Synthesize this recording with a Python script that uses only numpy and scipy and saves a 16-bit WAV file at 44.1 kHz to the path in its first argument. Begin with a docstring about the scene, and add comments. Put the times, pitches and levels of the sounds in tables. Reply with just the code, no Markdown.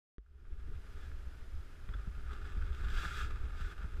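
"""A fabric bag is handled and pulled open just below a body-worn camera on a snowy slope.
Folds buckle in tiny clicks and larger snaps, and cloth swishes over cloth; all of these ring the
camera's closed case near 1.4 kHz. A cord toggle rattles twice and the case takes a few dull bumps.
Light wind rumbles on the case over a thin hiss. The sound opens with a soft pop and fades in."""
import sys
import numpy as np
from scipy import signal
from scipy.fft import rfft, irfft
from scipy.io import wavfile
from scipy.ndimage import uniform_filter1d

SR = 44100
rng = np.random.default_rng(int(sys.argv[2]) if len(sys.argv) > 2 else 0)


def pcm_store(signal):
    """Save signal as 16-bit PCM."""
    levels = np.round(np.clip(np.atleast_2d(signal), -1, 1) * 32767)
    wavfile.write(sys.argv[1], SR, levels.astype(np.int16).T)


N = 176400

# Resonances and notches of the closed case. Each row: centre in Hz, width in Hz, lift in dB.
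CASE_RESONANCES = [(413, 29, 8.5), (825, 240, 4), (1020, 180, -3.5), (1222, 93, 12.5), (1356, 164, 7),
                   (1465, 166, 6.5), (1700, 317, 11.5), (1884, 200, -5.5), (2134, 240, 4), (2490, 110, 7),
                   (2760, 270, 5), (2995, 110, -6.5), (3414, 510, 8.5), (3865, 190, 5), (4270, 240, -3),
                   (4760, 570, 4.5), (5200, 330, 1.5), (7670, 1700, 6), (12900, 2100, 4.5)]


def crinkle():
    """Folds buckle all the time in clusters of small clicks that ring the case."""
    # How hard the folds buckle. Each row: time in seconds, level in dB.
    buckling = [(0, -80), (.5, -61), (.9, -68.5), (1.03, -66.5), (1.2, -68), (1.8, -69.5), (2.0, -63),
                (2.12, -66.5), (2.24, -62), (2.32, -54.5), (2.42, -58.5), (2.55, -57), (2.71, -57.5),
                (2.88, -55.5), (3.02, -52), (3.1, -55), (3.21, -66), (3.3, -54.5), (3.5, -57),
                (3.65, -60.5), (3.8, -57.5), (4, -60)]
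    # Tone of the clicks before the case. Each row: frequency in Hz, gain in dB.
    click_tone = [(60, 7.5), (130, 10.5), (250, 6.5), (420, 1), (650, -4.5), (1000, -1), (1350, 0.5),
                  (2000, -3), (3500, -11.5), (6000, -19.5), (10000, -27), (15000, -38.5)]
    clicks = grains(per_second=1100, spread_db=1.8, patchy_db=2.1)
    return colour(clicks * curve(buckling), click_tone, CASE_RESONANCES)


def snaps():
    """A large fold snaps over in a run of clicks: a hollow clack and a crisp tick, both ringing the case."""
    # Folds snapping over. Each row: start in seconds, level in dB, decay in seconds, crispness 0-1.
    folds = [(.262, -52, 0.0053, 0.06), (0.452, -50.5, 0.0044, 0.06), (0.6, -54, 0.0017, .95),
             (0.842, -53.5, 0.0025, 0), (1.116, -52, 0.0027, 0.1), (1.753, -63, 0.0026, 0.2),
             (1.988, -53, 0.0055, 0.04), (2.046, -57.5, 0.007, 0), (2.149, -57, 0.019, 0.44),
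             (2.31, -46, 0.0046, .1), (2.3305, -45, .006, 0.36), (2.453, -53.5, 0.0021, 0.9),
             (2.531, -47, 0.002, 0.4), (2.565, -54, 0.0021, 0.6), (2.623, -50, 0.003, 0.54),
             (2.677, -45.5, 0.003, 0.36), (2.729, -51.5, 0.0016, .95), (2.747, -48, .003, 0.7),
             (2.834, -49, 0.0036, 0.4), (2.844, -46, 0.0035, 0.87), (2.884, -44, 0.0034, .9),
             (2.902, -42.5, 0.0045, 0.6), (2.956, -48, 0.0035, 0.2), (2.974, -42, .003, 0.88),
             (2.984, -42.5, 0.013, 0.23), (3.032, -41, 0.0085, 0), (3.052, -37, 0.0067, 0.14),
             (3.107, -45, 0.012, 0.2), (3.172, -40.5, 0.011, 0.37), (3.209, -39.5, 0.0084, 0.43),
             (3.609, -47, 0.01, 0.56), (3.648, -47, 0.0036, 0), (3.672, -46, 0.007, .25),
             (3.779, -48, 0.0071, 0.38), (3.843, -54, .008, 0.1)]
    # Tone of the hollow clack. Each row: frequency in Hz, gain in dB.
    clack_tone = [(100, -13), (400, 4), (900, -19.5), (1400, 7.5), (2000, -5), (2900, -17), (3450, -22),
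                  (4200, -32), (8000, -77), (15000, -53)]
    # Tone of the crisp tick. Each row: frequency in Hz, gain in dB.
    tick_tone = [(100, -7), (500, -8), (1000, -4.5), (1400, 9), (2000, 3), (2700, 7.5), (3600, 4.5),
                 (5000, -8.5), (8000, -14), (15000, -21)]
    hollow, crisp = np.zeros((2, N))
    for start, db, decay, crispness in folds:
        envelope = burst(start, db, decay)
        hollow += (1 - crispness) * envelope
        crisp += crispness * envelope
    clicks = grains(per_second=10000, spread_db=1, patchy_db=0)
    clack = even(colour(clicks, clack_tone, CASE_RESONANCES))
    tick = even(colour(clicks, tick_tone, CASE_RESONANCES))
    return hollow * clack + crisp * tick


def slide():
    """Cloth drags over cloth: each stroke is a dense swish that swells, rasps at its pitch and dies."""
    # Strokes of cloth. Each row: start, rise, hold and release in seconds, level in dB, rasp in Hz.
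    strokes = [(0.867, 0.16, 0.032, 0.088, -64, 1700), (2.302, 0.026, 0.0076, 0.029, -60, 1610),
               (2.38, 0.11, 0.026, 0.05, -63.5, 1240), (2.721, 0.039, 0.12, 0.074, -60, 1330),
               (2.877, 0.11, 0.063, 0.15, -46, 1560), (3.1, 0.093, 0.025, 0.087, -47, 1330),
               (3.531, 0.063, 0.072, 0.043, -56.5, 1490), (3.675, 0.038, 0.009, 0.019, -56.5, 1430)]
    # Tone of the swish before the case. Each row: frequency in Hz, gain in dB.
    swish_tone = [(100, 2), (500, -10.5), (950, -4), (1400, 5.5), (2000, 3), (3500, -0.5), (6000, -6.5),
                  (8000, -12), (10000, -15.5), (15000, -22.5)]
    rasp_db, rasp_width_hz = -1.5, 81
    t = np.arange(N) / SR
    friction = grains(per_second=16000, spread_db=2.5, patchy_db=0.06)
    swish = np.zeros(N)
    for start, rise, hold, release, db, hz in strokes:
        speed = np.interp(t, start + np.cumsum([0, rise, hold, release]), [0, 1, 1, 0])
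        rasp = signal.lfilter(*signal.iirpeak(hz, hz / rasp_width_hz, fs=SR), friction)
        swish += undb(db) * speed * (friction + undb(rasp_db) * rasp)
    return colour(swish, swish_tone, CASE_RESONANCES)


def toggle():
    """The small, hard cord toggle chatters briefly in its own resonances."""
    # Rattles of the toggle. Each row: start in seconds, level in dB, decay in seconds.
    rattles = [(1.889, -46, 0.003), (1.936, -46, 0.007)]
    # Resonances of the toggle. Each row: centre in Hz, width in Hz, lift in dB.
    resonances = [(1460, 470, 22.5), (1740, 150, 0), (2830, 160, 6), (3470, 210, 23.5)]
    # Tone of the chatter. Each row: frequency in Hz, gain in dB.
    chatter_tone = [(100, -16), (700, -18), (1100, 4.5), (2000, 1.5), (3500, -6), (5000, -20), (15000, -36)]
    clicks = grains(per_second=8000, spread_db=0, patchy_db=-1)
    chatter = even(colour(clicks, chatter_tone, resonances))
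    return chatter * sum(burst(start, db, decay) for start, db, decay in rattles)


def bumps():
    """Each bump knocks the case, rocks it on its mount and scuffs it dully while the contact lasts."""
    # Bumps on the case. Each row: start in seconds, rocking in dB, contact in seconds, knock in dB.
    hits = [(1.268, -36.5, 0.0032, -52), (1.887, -31.5, 0.0089, -47), (1.947, -28, 0.0042, -72),
            (1.99, -32.5, 0.0057, -60), (2.072, -29, 0.0019, -40), (2.176, -30.5, 0.003, -53),
            (2.566, -35.5, 0.005, -44), (2.836, -25, 0.0027, -45), (3.056, -30, 0.003, -42.5),
            (3.169, -44, 0.005, -56), (3.25, -50, 0.0054, -55), (3.599, -31.5, 0.0034, -49),
            (3.84, -31.5, 0.0087, -41.5)]
    # Tone of the scuff. Each row: frequency in Hz, gain in dB.
    scuff_tone = [(40, -9.5), (100, 13), (170, -6.5), (280, -12.5), (420, -14), (700, -20.5), (1400, -24),
                  (3000, -50), (15000, -79)]
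    # Tone of the knock. Each row: frequency in Hz, gain in dB.
    knock_tone = [(40, -21), (170, 14), (300, -11.5), (450, -12), (620, -28), (1000, -34), (1350, -11),
                  (1900, -33), (4000, -58), (15000, -72)]
    mount_hz, mount_t60_s, scuff_db = 49.2, 0.15, -17
    rocking, contact, pushes = np.zeros((3, N))
    for start, db, contact_s, knock_db in hits:
        progress = since(start) / contact_s
        rocking += ring(start, [(mount_hz, db, mount_t60_s)]) * (1 - np.exp(-progress))
        contact += undb(db + scuff_db) * progress * np.exp(1 - progress)
        pushes += impulse(start, knock_db)
    scuff = colour(contact * rng.standard_normal(N), scuff_tone, CASE_RESONANCES)
    return rocking + scuff + struck(pushes, knock_tone)


def wind():
    """Light wind buffets the case with a low, fluttering rumble."""
    # Gusts on the case. Each row: time in seconds, level in dB.
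    gusts = [(0, -42.5), (.43, -38), (.51, -31.5), (.62, -37.5), (.68, -31.5), (.76, -34), (.84, -45),
             (1.0, -43), (1.13, -42.5), (1.29, -44), (1.38, -48), (1.48, -49), (1.55, -39), (1.69, -46),
             (1.85, -42), (2.14, -45.5), (2.22, -41.5), (2.28, -42.5), (2.58, -36.5), (2.78, -37.5),
             (2.87, -38), (2.98, -35), (3.04, -42.5), (3.14, -36), (3.25, -33.5), (3.43, -37),
             (3.65, -38.5), (3.76, -40), (3.83, -34), (3.9, -44), (4, -33)]
    # Tone of the rumble. Each row: frequency in Hz, gain in dB.
    rumble_tone = [(8, -2.5), (20, 2.5), (30, 1), (42, -5), (68, 0), (85, -12), (120, -21.5), (170, -30.5),
                   (280, -35), (340, -34), (410, -28), (500, -43.5), (900, -71), (3000, -82)]
    rumble = colour(rng.standard_normal(N), rumble_tone)
    flutter_db = 1.25 * walk(per_second=14)
    return unit(rumble * undb(flutter_db)) * curve(gusts)


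def hiss():
    """The open slope and the microphone hiss evenly, with a thin whine."""
    # Tone of the hiss. Each row: frequency in Hz, gain in dB.
    hiss_tone = [(100, 9.5), (300, 9), (420, 4), (600, 3), (1000, -1), (1400, 5.5), (2000, -0.5),
                 (3300, -4.5), (4300, -9), (7500, -14), (11000, -19.5), (13000, -17.5), (15000, -28)]
    # Narrow peaks of the whine. Each row: centre in Hz, width in Hz, lift in dB.
    whine = [(5026, 150, 6.5), (10040, 190, 9)]
    return undb(-63.5) * colour(rng.standard_normal(N), hiss_tone, whine)


def pop(start):
    """The sound cuts in with a soft pop: a click over a low ring."""
    # Modes of the low ring. Each row: frequency in Hz, level in dB, seconds to fall 60 dB.
    low_modes = [(49.5, -41, 0.18), (110, -47.5, 0.029)]
    # Tone of the click. Each row: frequency in Hz, gain in dB.
    click_tone = [(100, -4.5), (420, -8), (560, -31), (750, -38), (1180, -21.5), (1900, -25), (2600, -46),
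                  (3300, -31.5), (4000, -48), (6400, -51), (7600, -77)]
    return ring(start, low_modes) + struck(impulse(start, db=-42.5), click_tone)


def undb(db):
    """Decibels to gain."""
    return 10 ** (np.asarray(db) / 20)


def unit(x):
    """Scale to rms 1."""
    return x / np.sqrt(np.mean(x ** 2))


def even(x):
    """Hold the level at rms 1 from moment to moment."""
    return x / np.sqrt(uniform_filter1d(x ** 2, size=350) + 1e-9)


def since(start):
    """Seconds since the start, zero before it."""
    return np.maximum(np.arange(N) / SR - start, 0)


def curve(rows):
    """Gain through (seconds, dB) points."""
    return undb(np.interp(np.arange(N) / SR, *np.array(rows).T))


def colour(x, tone, resonances=()):
    """Causal filter through (Hz, dB) points with resonant lifts; white noise keeps its level."""
    f = np.maximum(np.arange(N // 2 + 1) * SR / N, 1)
    hz, db = np.array(tone).T
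    shape_db = np.interp(np.log(f), np.log(hz), db)
    for centre, width, lift in resonances:
        shape_db += lift / (1 + (2 * (f - centre) / width) ** 2)
    # Minimum phase: the ringing follows each click.
    cepstrum = irfft(np.log(unit(undb(shape_db))), N)
    cepstrum[1:N // 2] *= 2
    cepstrum[N // 2 + 1:] = 0
    response = irfft(np.exp(rfft(cepstrum)), N)[:N // 10]
    return signal.fftconvolve(x, response)[:N]


def walk(per_second):
    """Smooth random wander at rms 1."""
    hold = max(int(SR / per_second), 2)
    steps = rng.standard_normal(N)[np.arange(N) // hold]
    return unit(uniform_filter1d(steps, hold))


def grains(per_second, spread_db, patchy_db):
    """Random clicks: spread makes a few stand out, patchiness swells them in clusters."""
    size = undb(spread_db * np.minimum(rng.exponential(size=N), 3))
    polarity = rng.choice([-1, 1], N)
    fires = rng.random(N) < per_second / SR
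    clusters = undb(patchy_db * np.clip(walk(per_second=70), -2, 2))
    return unit(size * polarity * fires * clusters)


def burst(start, db, decay_s, rise_s=0.0005):
    """Envelope of a short run of clicks: quick rise, rounded end."""
    age = since(start)
    attack = 1 - np.exp(-(age / rise_s) ** 2)
    return undb(db) * attack * np.exp(-(age / decay_s) ** 2 / 2)


def ring(start, modes):
    """Modes struck together die away, each at its own rate."""
    age = since(start)
    return -sum(undb(db - 60 * age / t60) * np.sin(2 * np.pi * hz * age) for hz, db, t60 in modes)


def impulse(start, db):
    """One sharp push."""
    return undb(db) * (np.arange(N) == int(start * SR))


def struck(pushes, tone):
    """Each push becomes a short knock of the given tone that peaks at the level of the push."""
    knock = colour(impulse(0, 0), tone)[:N // 10]
    return -signal.fftconvolve(pushes, knock / np.abs(knock).max())[:N]


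def scene():
    """Bag, bumps, wind, hiss and toggle at one microphone."""
    return (crinkle() + snaps() + slide() + bumps() + wind() + hiss() + toggle())[None]


def record(dry):
    """The sound cuts in with a pop and fades up, with its highest treble cut off."""
    opens_s, full_level_s, top_hz = 0.1825, 0.86, 15150
    t = np.arange(N) / SR
    fade = (t > opens_s) * np.minimum(t / full_level_s, 1) ** 2
    lowpass = signal.ellip(8, .2, 70, top_hz, fs=SR, output="sos")
    return signal.sosfilt(lowpass, dry * fade + pop(opens_s))


dry = scene()
out = record(dry)
pcm_store(out)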